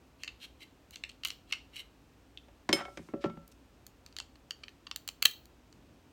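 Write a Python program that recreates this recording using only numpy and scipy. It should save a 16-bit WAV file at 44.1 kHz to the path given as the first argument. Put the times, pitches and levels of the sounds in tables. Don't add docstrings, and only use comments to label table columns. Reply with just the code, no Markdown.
import sys
import numpy as np
from scipy import signal
from scipy.fft import rfft, irfft
from scipy.io import wavfile

SR = 44100
rng = np.random.default_rng(int(sys.argv[2]) if len(sys.argv) > 2 else 0)


def waveform_to_disk(signal):
    frames = np.transpose(np.atleast_2d(signal))
    scaled = np.clip(frames, -1, 1) * 32767
    samples = np.round(scaled).astype(np.int16)
    wavfile.write(sys.argv[1], SR, samples)


N = 270009
HIT_T = np.arange(SR // 2) / SR
CRACK_T = np.arange(SR // 25) / SR

# (time [s], tearing time [s], level [dB], brightness: snap over that level [dB])
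SHELL_EVENTS = [(0.2349, 0.00058, -38.5, -8.5), (0.2772, 0.0035, -37, -19), (.9086, 0.00044, -62, 7.5),
                (0.958, 0.0023, -45, -6), (1.0373, 0.0012, -34.5, -20), (1.0919, 0.0068, -47.5, -9.5),
                (1.235, 0.002, -38.5, -16), (1.2498, .0002, -32, -3.5), (1.2535, 0.0015, -31, -20),
                (1.272, 0.0044, -49, 6), (1.2848, 0.00072, -48, 2), (1.304, 0.00058, -39, -7.5),
                (1.51, 0.0017, -49, -28), (1.524, 0.0031, -26.5, -14.5), (1.5333, 0.001, -32, -31),
                (3.8664, 0.00036, -63, 15), (4.0631, 0.00053, -57.5, 1.5), (4.126, 0.0016, -65, -7),
                (4.1657, .0007, -45, -3.5), (4.1861, 0.00082, -42, -5.5), (4.201, .0005, -39.5, -8),
                (4.356, 0.0012, -62.5, -14), (4.508, 0.00078, -36, -9.5), (4.6349, 0.0052, -44.5, -21),
                (4.682, 0.0006, -47, -34), (4.8677, 0.0047, -44, -18), (4.9132, 0.00086, -37, -14),
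                (4.961, 0.00052, -41, 4), (5.0774, 0.00018, -42.5, 5), (5.0884, 0.00087, -39, -1.5),
                (5.2229, .0003, -44, -2.5), (5.2256, 0.00016, -26.5, 0), (5.2531, 0.0028, -22, -5),
                (5.255, .0026, -15, -4), (5.312, 0.0025, -60.5, 12), (5.456, .0003, -71, 13),
                (5.727, 0.00031, -67, 2)]
# (frequency [Hz], t60 [s], level [dB])
BODY_MODES = [(820, 0.0032, -5.5), (1220, 0.0063, -2), (1873, 0.0062, -2)]
HOLLOW_MODES = [(2331, 0.0053, 0.5), (2873, 0.016, 0.5), (3233, 0.009, 3.5)]
WALL_MODES = [(3870, 0.011, -0.5), (4378, 0.011, 4.5)]


def undb(db):
    return 10 ** (np.asarray(db) / 20)


def fade(t, t60_s):
    return np.exp(-np.log(1000) * t / t60_s)


def level(x, db):
    return x * undb(db) / np.sqrt(np.mean(x ** 2))


def burst(x, db):
    return x * undb(db) * np.sqrt(.005 * SR / np.sum(x ** 2))


def band(x, lo_hz, hi_hz, order=2):
    hi_hz = min(hi_hz, .47 * SR)
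    lo_hz = min(lo_hz, hi_hz * np.sqrt(3) / 2)
    return signal.sosfilt(signal.butter(order, [lo_hz, hi_hz], "band", fs=SR, output="sos"), x)


def lowpass(x, hz, order):
    return signal.sosfilt(signal.butter(order, min(hz, .45 * SR), fs=SR, output="sos"), x)


def shaped_noise(gain):
    return irfft(rfft(rng.standard_normal(N)) * gain, N)


def fading_noise(t, t60_s):
    return rng.standard_normal(len(t)) * fade(t, t60_s)


def ring(modes, t, stretch=1, weight=1):
    hz, t60_s, db = np.transpose(modes)
    gain = undb(db) * weight * (-1) ** np.arange(len(hz))
    sines = np.sin(2 * np.pi * (hz * stretch)[:, None] * t)
    return gain @ (sines * fade(t, t60_s[:, None]))


def strike(modes, hz, width_octaves):
    octaves_off = np.log2(np.array(modes)[:, 0] / hz)
    return ring(modes, HIT_T, weight=np.exp(-(octaves_off / width_octaves) ** 2))


def drive(force, response):
    return signal.fftconvolve(force, response)[:len(force)]


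def add(out, start_s, x):
    i = int(start_s * SR)
    out[i:i + len(x)] += x[:N - i]


def air(hiss_db=-61.5):
    # (frequency [Hz], relative density [dB])
    spectrum = [(15, -41), (25, -21), (53, -1), (195, -13.5), (270, -8), (416, -15), (1100, -22),
                (2220, -28), (2550, -25.5), (2910, -28), (4030, -31.5), (6380, -34.5), (16000, -43)]
    # (centre [Hz], width [Hz], level [dB])
    hum_bands = [(61, 7.8, -71), (272, 66, -74)]
    freqs = np.fft.rfftfreq(N, 1 / SR)
    hz, db = np.transpose(spectrum)
    density_db = np.interp(np.log1p(freqs), np.log(hz), db)
    out = level(shaped_noise(undb(density_db)), hiss_db)
    for centre_hz, width_hz, hum_db in hum_bands:
        peak = 1 / (1 + (2 * (freqs - centre_hz) / width_hz) ** 2)
        out += level(shaped_noise(peak), hum_db)
    return out


def room(x, echo_db=-7.5, fall_db_per_s=1.22, gap_s=.009, early_db=4, early_t60_s=0.025):
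    # (frequency [Hz], t60 [s], relative level [dB])
    tail_bands = [(149, 0.28, 4), (500, 0.21, -2.5), (1389, 0.19, -1.5), (2994, 0.28, -4.5),
                  (5986, 0.27, -4.5), (9860, 0.18, -4), (15250, 0.34, -5)]
    hz, t60_s, db = np.transpose(tail_bands)
    freqs = np.fft.rfftfreq(len(HIT_T), 1 / SR)
    noise = rfft(rng.standard_normal(len(HIT_T)))
    tail = 0
    for share, band_t60_s, band_db in zip(np.eye(len(hz)), t60_s, db):
        part = irfft(noise * np.interp(np.log1p(freqs), np.log(hz), share), len(HIT_T))
        tail += part * undb(band_db) * fade(HIT_T, band_t60_s)
    tail *= 1 + undb(early_db) * fade(HIT_T, early_t60_s)
    response = np.concatenate([np.zeros(int(gap_s * SR)), tail / np.linalg.norm(tail)])
    send_db = echo_db - fall_db_per_s * np.arange(N) / SR
    return drive(x * undb(send_db), response)


def friction(length_s, grit, catch_db, catch_hz):
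    chance, catches = rng.standard_normal((2, len(HIT_T)))[:, :int(length_s * SR)]
    grains = np.sign(chance) * np.abs(chance) ** grit
    swell_db = catch_db * level(lowpass(catches, catch_hz, order=2), 0)
    return grains * undb(swell_db)


def slides():
    # (time [s], length [s], level [dB], band centre [Hz])
    rubs = [(2.737, 0.1, -43, 1030), (2.779, 0.376, -71, 4930), (3.2, 0.081, -58, 2370),
            (3.477, .004, -52.5, 10000), (3.514, 0.013, -60.5, 4640), (5.681, 0.39, -81.5, 2480),
            (5.698, 0.32, -65, 167)]
    out = np.zeros(N)
    for start_s, length_s, db, hz in rubs:
        grains = friction(length_s, grit=0.57, catch_db=0.5, catch_hz=64.7)
        rub = level(band(grains, hz / 2, 2 * hz), db)
        add(out, start_s, rub * signal.windows.tukey(len(rub), .5))
    return out


def knocks(clutter_db=-8, bare_steel_hz=1900, clack_db_per_octave=7, ring_hz_per_octave=2700):
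    # (time [s], level [dB], thud pitch [Hz], contact sharpness [Hz], steel over that level [dB])
    blows = [(2.484, -55.5, 605, 1220, -22), (2.691, -25, 310, 1650, -29), (2.7109, -32, 330, 786, -25),
             (2.7286, -21.5, 371, 3600, 2.5), (2.8093, -39, 760, 950, 0), (2.8525, -41.5, 650, 1390, -2.5),
             (2.88, -39.5, 670, 497, -25), (2.9732, -41.5, 386, 1900, -14), (2.993, -39, 232, 610, -23),
             (3.087, -46, 287, 1070, -10.5), (3.137, -28.5, 330, 621, -5.5), (3.241, -24, 393, 890, -11),
             (3.258, -31.5, 226, 860, -15), (3.298, -42, 216, 1050, -9), (3.372, -39.5, 181, 664, -7.5)]
    # (frequency [Hz], t60 [s], level [dB])
    table_modes = [(170.6, 0.11, -1), (224.4, .10, -3), (314.5, 0.062, 1), (382, 0.12, -3.5),
                   (457, 0.025, -5.5), (572, 0.14, -1.5), (685, 0.1, -13), (754, 0.074, -0.5)]
    steel_modes = [(564, .3, -3), (1340, .36, -11), (2193, .24, -1), (3117, .055, 5), (4113, .08, -9),
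                   (5195, .125, 0), (6331, .16, -16), (7553, .15, -16), (8861, .14, -9), (10240, .12, -14),
                   (13220, .1, -17)]
    out = np.zeros(N)
    for start_s, db, thud_hz, contact_hz, steel_db in blows:
        thud = lowpass(strike(table_modes, thud_hz, width_octaves=0.84), 2.1 * thud_hz, order=3)
        clutter = band(fading_noise(HIT_T, t60_s=0.056), 0.35 * thud_hz, 2 * thud_hz, order=3)
        clack = band(fading_noise(HIT_T, t60_s=0.025), 0.59 * contact_hz, 1.11 * contact_hz, order=1)
        clack = lowpass(clack, 4 * contact_hz, order=2)
        clack_db = -0.5 + clack_db_per_octave * min(0, np.log2(contact_hz / bare_steel_hz))
        ring_hz = 1.35 * contact_hz
        steel = lowpass(strike(steel_modes, ring_hz, ring_hz / ring_hz_per_octave), 3 * ring_hz, order=2)
        knock = burst(thud, 0) + burst(clutter, clutter_db) + burst(clack, clack_db)
        add(out, start_s, undb(db) * (knock + burst(steel, steel_db)))
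    return out


def fracture(tear_s, first_break_s=0.0016, trail=.4, trail_t60_s=.010):
    jumps = rng.standard_normal(len(CRACK_T))
    jumps *= np.abs(jumps)
    running = jumps * (CRACK_T < tear_s + 2 / SR)
    crumbling = jumps * fade(CRACK_T, trail_t60_s)
    force = tear_s / first_break_s * running / np.linalg.norm(running)
    force += trail * crumbling / np.linalg.norm(crumbling)
    force[0] += 1
    return force


def blades_shut(start_s=2.3743, db=-43):
    out = np.zeros(N)
    force = fracture(tear_s=.0005) + 0.091 * fading_noise(CRACK_T, t60_s=0.017)
    add(out, start_s, burst(band(force, lo_hz=2800, hi_hz=3900), db))
    return out


def shell_ring(modes, grip=0.96, spread=0.024, minor_gain=0.38):
    lo_hz, hi_hz = modes[0][0], modes[-1][0]
    main = ring(modes, CRACK_T, stretch=grip * (1 + spread * rng.standard_normal(len(modes))))
    minor = band(fading_noise(CRACK_T, t60_s=0.015), 0.8 * grip * lo_hz, 1.4 * grip * hi_hz, order=3)
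    return band(burst(main, 0) + minor_gain * burst(minor, 0), 0.69 * lo_hz, 2.25 * hi_hz)


def scrapes(wall_db=-7, body_db=-25, hiss_db=-11.5, swell_share=0.55, release_share=0.21):
    # (time [s], length [s], level [dB])
    strokes = [(0.179, 0.068, -61), (0.387, 0.077, -47.5), (0.58, 0.068, -53.5), (.915, 0.039, -53),
               (1.252, 0.087, -53.5), (1.46, 0.064, -59.5), (1.708, .118, -45)]
    out = np.zeros(N)
    for start_s, length_s, db in strokes:
        shell = burst(shell_ring(HOLLOW_MODES), 0)
        shell += burst(shell_ring(WALL_MODES), wall_db)
        shell += burst(shell_ring(BODY_MODES), body_db)
        grains = friction(length_s, grit=2.2, catch_db=3, catch_hz=220)
        rub = level(drive(grains, shell), db)
        hiss = level(band(grains, lo_hz=4800, hi_hz=12600), db + hiss_db)
        along = np.linspace(0, 1, len(rub))
        pressure = np.minimum((along / swell_share) ** 2, (1 - along) / release_share).clip(max=1)
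        add(out, start_s, (rub + hiss) * pressure)
    return out


def crumbs(count=30, delay_s=0.012, crumb_db=-61, under_crack_db=-11, spread_db=3, bright_db=-8):
    out = np.zeros(N)
    for _ in range(count):
        event_s, _, event_db, _ = SHELL_EVENTS[rng.integers(len(SHELL_EVENTS))]
        start_s = event_s + min(rng.exponential(delay_s), 2 * delay_s)
        force = fracture(tear_s=.001)
        ringing = drive(force, shell_ring(HOLLOW_MODES) + shell_ring(WALL_MODES))
        raw = band(force, lo_hz=2000, hi_hz=10000, order=1)
        tick = burst(ringing, 0) + burst(raw, bright_db)
        tick_db = min(crumb_db, event_db + under_crack_db) + spread_db * rng.standard_normal()
        add(out, start_s, burst(tick, tick_db))
    return out


def leg_resonance(force, effort_db, bright_db, clamped, body_clamp_db=-7, wall_clamp_db=-3.5):
    body_db = -6.5 - 0.2645 * effort_db + clamped * body_clamp_db
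    wall_db = 2 - 0.19 * effort_db + clamped * wall_clamp_db
    wall_db += 0.21 * bright_db
    hollow_hz = 3006 + 6.5 * bright_db
    hollow_grip = hollow_hz / np.mean([hz for hz, _, _ in HOLLOW_MODES[1:]])
    body = drive(force, shell_ring(BODY_MODES, grip=1))
    hollow = drive(force, shell_ring(HOLLOW_MODES, grip=hollow_grip))
    wall = drive(force, shell_ring(WALL_MODES, grip=1))
    return burst(body, body_db) + burst(hollow, 0) + burst(wall, wall_db)


def snap(force, tear_s, top_hz, fizz_gain=0.49, ping_hz=7250, ping_t60_s=0.0043, ping_db=-4):
    fizz = fading_noise(CRACK_T, t60_s=0.013 + tear_s)
    raw = burst(force, 0) + fizz_gain * burst(fizz, 0)
    treble = lowpass(band(raw, lo_hz=5400, hi_hz=SR, order=3), top_hz, order=2)
    edge = ring([(ping_hz, ping_t60_s, 0)], CRACK_T, stretch=1 + 0.032 * rng.standard_normal())
    return burst(treble, 0) + burst(drive(force, edge), ping_db)


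def cracks(light_crack_db=-47, scissors_down_s=2.6):
    out = np.zeros(N)
    for start_s, tear_s, db, bright_db in SHELL_EVENTS:
        force = fracture(tear_s)
        effort_db = db - light_crack_db
        clamped = start_s < scissors_down_s
        top_hz = 9800 * 2 ** (0.25 * bright_db + 0.07 * effort_db)
        add(out, start_s, undb(db) * leg_resonance(force, effort_db, bright_db, clamped))
        add(out, start_s, undb(db + bright_db) * snap(force, tear_s, top_hz))
    return out


def scene():
    direct = cracks() + crumbs() + scrapes() + blades_shut() + knocks() + slides()
    return (direct + room(direct) + air())[None]


def record(dry, dip_share=0.482, bottom_hz=29, top_hz=16500):
    dipped = dry - dip_share * band(dry, lo_hz=9300, hi_hz=11300, order=1)
    top_cut = signal.ellip(8, .2, 70, top_hz, fs=SR, output="sos")
    return signal.sosfilt(top_cut, band(dipped, bottom_hz, SR))


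dry = scene()
out = record(dry)
waveform_to_disk(out)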